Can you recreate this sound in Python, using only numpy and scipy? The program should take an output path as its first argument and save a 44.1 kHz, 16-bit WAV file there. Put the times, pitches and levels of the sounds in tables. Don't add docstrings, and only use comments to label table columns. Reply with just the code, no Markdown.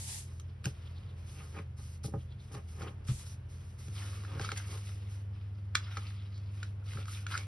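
import sys
import numpy as np
from scipy import signal
from scipy.fft import rfft, irfft, next_fast_len
from scipy.io import wavfile
from scipy.ndimage import uniform_filter1d, map_coordinates

SR = 44100
rng = np.random.default_rng(int(sys.argv[2]) if len(sys.argv) > 2 else 0)


def bounce(signal):
    frames = np.transpose(np.atleast_2d(signal))
    limited = np.clip(frames, -1, 1)
    pcm = np.round(limited * 32767).astype(np.int16)
    wavfile.write(sys.argv[1], SR, pcm)


N = 329416
T = np.arange(N) / SR


# start_s, length_s, skin_hiss_db, paper_crackle_db
STROKES = [(0.2, 0.2, -65.5, -75), (0.46, 0.025, -85, -70), (0.635, 0.063, -58, -63),
           (0.72, 0.41, -70.5, -65.5), (1.15, 0.39, -68.5, -68), (1.25, 0.34, -59.5, -63.5),
           (1.52, 0.073, -67, -61), (1.765, 0.18, -59, -67.5), (2.031, 0.026, -48.5, -80),
           (2.11, 0.13, -70, -81), (2.38, 0.32, -68.5, -70), (2.515, 0.038, -57.5, -64),
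           (2.665, 0.24, -63, -70.5), (2.79, 0.033, -59, -62), (2.86, 0.0098, -73, -66),
           (3.04, 0.04, -66, -66.5), (3.07, 0.037, -62, -54.5), (3.185, 0.037, -53.5, -59.5),
           (3.25, 0.068, -54.5, -64.5), (3.48, 0.27, -64.5, -69), (3.775, 0.13, -58, -64.5)]
STROKE_ATTACK_S, STROKE_RELEASE_S, STROKE_SAG_DB_PER_S = 0.0076, 0.014, 21.5
# start_s, length_s, skin_hiss_db, paper_crackle_db
PRESSES = [(3.91, 0.28, -53.5, -53.5), (4.19, 1, -61, -55.5), (4.37, 0.095, -51.5, -50.5),
           (4.54, 0.017, -49, -47.5), (4.64, 0.12, -52.5, -56.5), (4.82, 0.063, -55, -56),
           (4.93, 0.11, -71, -66), (5.07, 0.07, -60.5, -64), (5.28, 0.33, -95, -68.5),
           (5.73, 0.19, -68.5, -56), (5.89, 0.21, -61.5, -53.5), (6.14, 0.38, -78, -65.5),
           (6.5, 0.15, -66, -62), (6.83, 0.11, -62.5, -58), (6.875, 0.11, -57, -53.5),
           (7.06, 0.09, -50.5, -50.5), (7.275, 0.084, -50, -47)]
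PRESS_ATTACK_S, PRESS_RELEASE_S, PRESS_SAG_DB_PER_S = 0.058, 0.028, 17
REST_HISS_DB, REST_CRACKLE_DB = -81, -77.5


def handwork():
    strokes = moves(STROKES, STROKE_ATTACK_S, STROKE_RELEASE_S, STROKE_SAG_DB_PER_S)
    presses = moves(PRESSES, PRESS_ATTACK_S, PRESS_RELEASE_S, PRESS_SAG_DB_PER_S)
    resting = undb([[REST_HISS_DB], [REST_CRACKLE_DB]]) ** 2
    return np.sqrt(strokes + presses + resting)


def moves(rows, attack_s, release_s, sag_db_per_s, swell_share=0.13):
    power = np.zeros((2, N))
    for start, length, skin_db, paper_db in rows:
        t = np.maximum(T - start, 0)
        swell = np.sin(np.pi / 2 * np.minimum(t / (attack_s + swell_share * length), 1))
        sag = undb(-sag_db_per_s * t)
        fade = 1 / (1 + np.exp(np.minimum((t - length) / release_s - 2, 20)))
        power += (undb([[skin_db], [paper_db]]) * swell * sag * fade) ** 2
    return power


TAUT_DB, TAUT_SLOPE = -55, 0.55
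CRINKLE_SHARE = 0.36
# pitch_hz, level_db
SHEET_COLOUR = [(200, 1), (600, -2), (950, -2), (1300, 2.5), (1600, -10), (1850, -1.5), (2250, 0.5),
                (3000, 2.5), (4200, -5.5), (5200, -3.5), (6500, -22.5), (11000, -23)]
# pitch_hz, width_hz, level_db
FLAP_RESONANCES = [(1340, 330, -1), (1647, 150, -3.5), (2264, 300, -4.5), (2720, 420, -8.5),
                   (3430, 400, -9), (5120, 550, -7.5)]


def bending(gain, jerk_db=2.5, shift_db=3, glide=0.05):
    slips = grains(rate=3000, spread_db=3)
    slips = slips * undb(jerk_db * walk(120))
    flap = np.zeros(N)
    for hz, width, db in FLAP_RESONANCES:
        flap += undb(db + shift_db * walk(16)) * band(slips, hz, width)
    flap = map_coordinates(flap, [np.cumsum(1 + glide * walk(18))], mode="mirror")
    sheet = unit(colour(np.roll(slips, 40), SHEET_COLOUR))
    taut = (gain / undb(TAUT_DB)) ** TAUT_SLOPE
    crackle = (sheet + taut * unit(flap)) / np.hypot(1, taut)
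    share = CRINKLE_SHARE * np.minimum(taut, 1)
    return (np.sqrt(1 - share) * crackle + np.sqrt(share) * crinkles()) * gain


def crinkles(low_hz=1150, high_hz=4600, width_share=0.67, run_s=0.0036):
    out, t = np.zeros(N), T[:SR // 40]
    count = int(110 * N / SR)
    for when, pitch, size in rng.random((count, 3)):
        hz = low_hz * (high_hz / low_hz) ** pitch
        burst = rng.standard_normal(len(t)) * np.exp(-t / run_s)
        run = band(burst, hz, hz * width_share)
        add(out, when * T[-1], unit(run) * undb(11 * size ** 2))
    return unit(out)


# start_s, level_db, rise_s, brightness_db_per_octave, flap_pitch_hz
SNAPS = [(0.397, -47.5, 0.0018, 5, 1260), (0.6423, -44, 0.00085, 3, 1450),
         (0.644, -41.5, 0.0045, 3.5, 1450), (0.655, -31, 0.0014, 5.5, 1565), (0.661, -47, 0.003, 2.5, 1380),
         (1.564, -53, 0.0024, -4, 1220), (1.588, -44, 0.0016, -3.5, 1240),
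         (2.0417, -50.5, 0.0016, -4.5, 1300), (2.137, -63, 0.0016, -3, 1230),
         (2.546, -44.5, 0.0033, -0.5, 1165), (2.818, -41.5, 0.0067, 0, 1400), (2.873, -49, 0.002, -2, 1410),
         (2.882, -49, 0.003, -4, 1300), (3.084, -46.5, 0.011, 0, 1250), (3.883, -53.5, 0.001, 2, 1400),
         (4.025, -53, 0.0026, 1, 1490), (4.2357, -49, 0.002, -2, 1180), (4.249, -44.5, 0.0026, -2, 1450),
         (4.3168, -47.5, 0.0016, -3, 1130), (4.3958, -36.5, 0.0011, -2.5, 1560),
         (4.412, -40, 0.0019, 1, 1390), (4.435, -43, 0.0022, 0, 1270), (4.446, -35.5, 0.0025, 0, 1310),
         (4.4899, -32.5, 0.001, -3, 1410), (4.517, -32, 0.0015, 0.5, 1330), (4.572, -36.5, 0.0033, 9, 1530),
         (4.89, -51, 0.002, 2, 1280), (5.749, -36.5, 0.0026, 4.5, 1450), (5.752, -19, 0.0019, 1, 1474),
         (5.883, -50, 0.0012, -8, 1380), (5.9697, -32, 0.0027, -1.5, 1290), (6.376, -56, 0.003, 4, 1400),
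         (6.629, -36.5, 0.0023, -0.5, 1470), (6.825, -60, 0.0011, -13, 1370), (6.933, -51, 0.002, 4, 1450),
         (6.972, -42.5, 0.0016, -5.5, 1350), (7.055, -48, 0.0016, 1, 1330), (7.082, -41, 0.0016, -14, 1290),
         (7.2655, -34.5, 0.002, -1, 1440), (7.341, -31, 0.0021, -10, 1400),
         (7.352, -29.5, 0.0034, -13, 1430), (7.376, -33.5, 0.0013, 3.5, 1470)]
# pitch_hz, level_db
BUCKLE_COLOUR = [(200, -7), (600, -13), (900, -16.5), (1200, -1), (1500, 4.5), (1870, -6), (2300, 1),
                 (3000, -0.5), (3700, -2.5), (4900, -4), (5800, -3.5), (7000, -3), (9000, -15),
                 (12000, -24.5)]
# pitch_hz, level_db, t60_s
FLAP_MODES = [(1428, 9, 0.011), (1633, -4.5, 0.017), (2253, -5.5, 0.012), (2730, -21, 0.0096),
              (3430, -12.5, 0.012), (4800, -14.5, 0.011)]


def snaps(ring_db=2, build_cycles=6):
    out, t = np.zeros(N), T[:SR // 10]
    for start, db, rise, tilt_db, pitch in SNAPS:
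        swell = (t / rise) ** 1.5 * np.exp(-1.5 * t / rise)
        burst = rng.standard_normal(len(t)) * swell
        flap_time = t * pitch / FLAP_MODES[0][0]
        ring = modes(FLAP_MODES, flap_time, build_cycles, lambda hz: undb(tilt_db * np.log2(hz)))
        buckle = unit(colour(burst, BUCKLE_COLOUR, tilt_db))
        snap = buckle + undb(ring_db - 2 * tilt_db) * unit(ring)
        add(out, start, blow(snap, db, seconds=0.0026))
    return out


# pitch_hz, level_db
SKIN_COLOUR = [(150, -51), (400, -7.5), (1300, -3.5), (3000, -1), (5500, 7.5), (7500, 5), (10500, 5),
               (12000, -2.5)]


def sliding(gain, flutter_db=1.0):
    slips = grains(rate=5000, spread_db=1.5) * undb(flutter_db * walk(70))
    return unit(colour(slips, SKIN_COLOUR)) * gain


# middle_s, half_length_s, pitch_hz, level_db
SWISHES = [(0.87, 0.016, 3350, -62), (0.975, 0.024, 3800, -64.5), (1.096, 0.037, 3480, -68),
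           (1.396, 0.035, 2550, -59), (1.581, 0.017, 2270, -55.5), (2.21, 0.03, 3100, -70),
           (2.317, 0.032, 3400, -69), (2.41, 0.028, 3730, -70), (2.884, 0.011, 3050, -57),
           (6.206, 0.037, 3400, -63.5), (6.367, 0.04, 4400, -66), (6.465, 0.027, 4320, -71)]


def swishes(grain_db=3):
    slips = grains(rate=2400, spread_db=1.0) * undb(grain_db * walk(110))
    out = np.zeros(N)
    for middle, half, hz, db in SWISHES:
        swish = unit(band(slips, hz, hz * 0.38))
        out += swish * undb(db) * np.exp(-((T - middle) / half) ** 2)
    return out


# start_s, length_s, level_db
SWEEPS = [(-0.03, 0.25, -47.5), (0.065, 0.1, -52), (3.065, 0.15, -53)]
# pitch_hz, level_db
PALM_COLOUR = [(200, -15), (440, -20), (900, -5), (1300, -18), (1800, -8), (2900, -6.5), (4200, -3.5),
               (5800, -2), (7400, -3), (9500, 1), (11500, -5)]


def sweeps(attack_s=0.015, release_s=0.021, flutter_db=0.7):
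    gain = np.zeros(N)
    for start, length, db in SWEEPS:
        attack = np.clip((T - start) / attack_s, 0, 1)
        release = (1 - np.tanh((T - start - length) / (2 * release_s))) / 2
        gain += undb(db) * attack * release
    slips = grains(rate=11000, spread_db=1.5) * undb(flutter_db * walk(71))
    return unit(colour(slips, PALM_COLOUR)) * gain


# pitch_hz, side_level_db
PALM_WIDTH = [(300, 1), (2000, 0), (5000, -2), (7400, 6), (9400, -2), (10500, -20)]


def wide_palm():
    return sweeps() + colour(sweeps(), PALM_WIDTH) * np.array([[1], [-1]])


# start_s, level_db, contact_s, bass_weight_db
TAPS = [(0.657, -33.5, 0.0015, 4), (0.665, -41.5, 0.0009, -13.5), (1.563, -53, 0.0005, -18),
        (1.589, -49, 0.00026, -1), (2.044, -37.5, 0.00058, -2), (2.079, -47, 0.00077, -8),
        (2.124, -51, 0.00047, 0), (2.138, -35, 0.00031, -3.5), (2.156, -37, 0.00064, 2),
        (2.549, -50, 0.00022, -11), (2.827, -44, 0.00084, -2), (3.089, -30.5, 0.014, -1),
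        (3.105, -37, 0.016, 1), (3.875, -46, .03, -17), (4.357, -50.5, 0.00021, -4),
        (4.396, -40.5, 0.00012, 1.5), (4.518, -46.5, 0.000068, -3), (5.971, -54.5, 0.000034, -18),
        (6.952, -40.5, 0.0032, -8)]
# pitch_hz, level_db, t60_s
TABLE_MODES = [(28, -29, 0.27), (56.7, -23, 0.21), (123.6, 9, 0.094), (192.4, -5, 0.14), (314, -7, 0.12),
               (427, -6, 0.099), (555, -8.5, 0.092), (803, -3, 0.053), (902, -12, 0.037),
               (1070, -10, 0.051), (1231, -9, 0.063), (1590, -42, 0.044)]
# pitch_hz, level_db
DULL_COLOUR = [(70, -15.5), (140, 14), (220, -1), (320, 0.5), (440, 1), (650, -9), (820, -13.5),
               (1000, -10), (1230, -13.5), (1800, -12.5), (3000, -19), (5000, -56)]


def taps(build_cycles=0.96, thud_db=-4, thud_s=0.013, bass_hz=220):
    out, t = np.zeros(N), T[:SR // 3]
    for start, db, contact, bass_db in TAPS:
        def soft(hz):
            bass = undb(bass_db / (1 + (hz / bass_hz) ** 4))
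            return bass / (1 + (np.pi * hz * contact) ** 2)

        ring = modes(TABLE_MODES, t, build_cycles, soft)
        dull = [(hz, level + 20 * np.log10(soft(hz))) for hz, level in DULL_COLOUR]
        thud = colour(rng.standard_normal(len(t)) * np.exp(-t / thud_s), dull)
        tap = undb(thud_db) * soft(110) * unit(thud) - unit(ring)
        add(out, start, blow(tap, db, seconds=0.034))
    return out


# middle_s, half_length_s, level_db
DRAGS = [(0.313, 0.014, -57), (0.657, 0.0073, -39), (1.414, 0.078, -56), (1.579, 0.034, -48),
         (1.798, 0.013, -52.5), (2.553, 0.035, -46), (2.831, 0.063, -46.5), (2.874, 0.029, -53),
         (4.112, 0.25, -59), (4.397, 0.091, -50.5), (4.733, 0.05, -50), (6.994, 0.028, -53),
         (7.36, 0.13, -58.5)]


def drags(ring_db=-13, ring_tilt_db=9):
    weight = sum(undb(db) * np.exp(-((T - middle) / half) ** 2) for middle, half, db in DRAGS)
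    slips = grains(rate=600, spread_db=1.5) * undb(2.5 * walk(90))
    top = modes(TABLE_MODES, T[:SR // 5], 0.96, lambda hz: undb(ring_tilt_db * np.log2(hz)))
    ring = unit(signal.fftconvolve(slips, top)[:N])
    murmur = unit(colour(slips, DULL_COLOUR))
    return (murmur + undb(ring_db) * ring) * weight


# pitch_hz, before_db, after_db, waver_before_hz
HUM = [(54.7, -57, -100, 2.28), (83.4, -45.5, -82, 2.53), (79.7, -79.5, -50, 1.17),
       (99.6, -55.5, -40.5, 0.41), (126.6, -53, -60.5, 3.18), (199.9, -65.5, -63.5, 0.036),
       (298, -85.5, -72.5, 0.19)]
HUM_TURN_S = 3.88
# pitch_hz, level_db
AIR_COLOUR = [(20, -37), (40, -3.5), (57, -6), (70, -4), (90, 5.5), (128, -3.5), (160, -7.5), (200, -11),
              (240, -18.5), (400, -18), (700, -26.5), (1500, -29.5), (3000, -38), (6000, -63), (12000, -67)]
AIR_DB = -53


def background(wide_hz=650, flicker_db=1):
    after = np.clip((T - HUM_TURN_S) / 0.028 + 0.5, 0, 1)
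    hum = np.zeros(N)
    for hz, before_db, after_db, waver_hz in HUM:
        wavering_hz = hz + waver_hz * (1 - after) * walk(9)
        phase = 2 * np.pi * (np.cumsum(wavering_hz) / SR + rng.random())
        before = undb(before_db + 1.5 * walk(8))
        level = before * (1 - after) + undb(after_db) * after
        hum += np.sqrt(2) * np.sin(phase) * level
    mid = unit(colour(rng.standard_normal(N), AIR_COLOUR))
    side = unit(colour(rng.standard_normal(N), AIR_COLOUR))
    side = highpass(side, wide_hz, order=1)
    air = mid + 1.28 * side * np.array([[1], [-1]])
    return hum + undb(AIR_DB + flicker_db * walk(4.4)) * air


ROOM_T60_S = 0.13


def room(x, wet_db):
    t = T[:SR // 2]
    tail = rng.standard_normal((2, len(t))) * undb(-60 * t / ROOM_T60_S) * (t > 0.004)
    tail /= np.sqrt(np.sum(tail ** 2, axis=1, keepdims=True))
    tail = highpass(tail, 280)
    return x + undb(wet_db) * signal.fftconvolve(np.atleast_2d(x), tail, axes=1)[:, :N]


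def wide(make, side_db, wide_hz):
    side = highpass(make(), wide_hz)
    return make() + undb(side_db) * side * np.array([[-1], [1]])


# pitch_hz, side_level_db
STEREO_WIDTH = [(200, -8), (600, 2.5), (1350, -3.5), (2900, -0.5), (4400, 1), (5100, -20), (6000, 7),
                (7300, -36), (8800, -6), (9800, -12)]
# pitch_hz, turn_radians
RIGHT_TURN = [(2100, 0), (2800, 1.47), (5400, 0.05), (6300, 3.5), (6800, 3), (8000, 3.5), (8600, 4.5),
              (9300, 6.5)]


def stereo(dry):
    mid = (dry[0] + dry[1]) / 2
    side = colour((dry[0] - dry[1]) / 2, STEREO_WIDTH)
    turn = np.interp(np.arange(N + 1) * SR / (2 * N), *np.transpose(RIGHT_TURN))
    right = irfft(rfft(mid - side, 2 * N) * np.exp(-1j * turn))[:N]
    return np.array([mid + side, right])


def undb(db):
    return 10 ** (np.asarray(db) / 20)


def unit(x):
    return x / np.sqrt(np.mean(x ** 2))


def walk(rate):
    k = int(SR / rate)
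    steps = np.repeat(rng.standard_normal(N // k + 1), k)
    return unit(uniform_filter1d(steps, k)[:N])


def grains(rate, spread_db):
    size = undb(spread_db * np.minimum(rng.exponential(size=N), 4))
    return unit((rng.random(N) < rate / SR) * size * rng.choice([-1, 1], N))


def colour(x, points, tilt_db=0):
    n = next_fast_len(len(x) + 4096, True) // 2 * 2
    octave = np.log2(np.maximum(np.arange(n // 2 + 1) * SR / n, 1))
    hz, db = np.transpose(points)
    db = np.interp(octave, np.log2(hz), db + tilt_db * np.log2(hz / hz[0]))
    cepstrum = irfft(np.log(undb(db)))
    cepstrum[1:n // 2] *= 2
    cepstrum[n // 2 + 1:] = 0
    return irfft(rfft(x, n) * np.exp(rfft(cepstrum)))[:len(x)]


def band(x, hz, width):
    b, a = signal.iirpeak(hz, hz / width, fs=SR)
    return signal.lfilter(b, a, signal.lfilter(b, a, x))


def highpass(x, hz, order=2):
    return signal.sosfilt(signal.butter(order, hz, "high", fs=SR, output="sos"), x)


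def modes(table, t, build_cycles, weight):
    hz, db, t60 = np.transpose(table)[:, :, None]
    ring = np.exp(-np.log(1000) * t / t60) * (1 - np.exp(-t * hz / build_cycles))
    return np.sum(weight(hz) * undb(db) * ring * np.sin(2 * np.pi * hz * t), axis=0)


def blow(x, db, seconds):
    return x * undb(db) * np.sqrt(seconds * SR / np.sum(x ** 2))


def add(out, s, x):
    i = int(s * SR)
    out[i:i + len(x)] += x[:len(out) - i]


def scene():
    hiss, crackle = handwork()
    paper = room(bending(crackle), wet_db=-1.5) + room(snaps(), wet_db=-6.5)
    skin = room(wide(lambda: sliding(hiss), side_db=-5.5, wide_hz=400) + swishes(), wet_db=-22)
    knocks = room(wide(taps, side_db=-9.0, wide_hz=390), wet_db=-16)
    rubs = room(wide(drags, side_db=-10.0, wide_hz=380), wet_db=-3)
    return stereo(skin + paper + knocks + rubs + background()) + wide_palm()


TOP_HZ = 11800


def record(dry):
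    return signal.sosfilt(signal.ellip(10, 0.2, 80, TOP_HZ, fs=SR, output="sos"), dry)


dry = scene()
out = record(dry)
bounce(out)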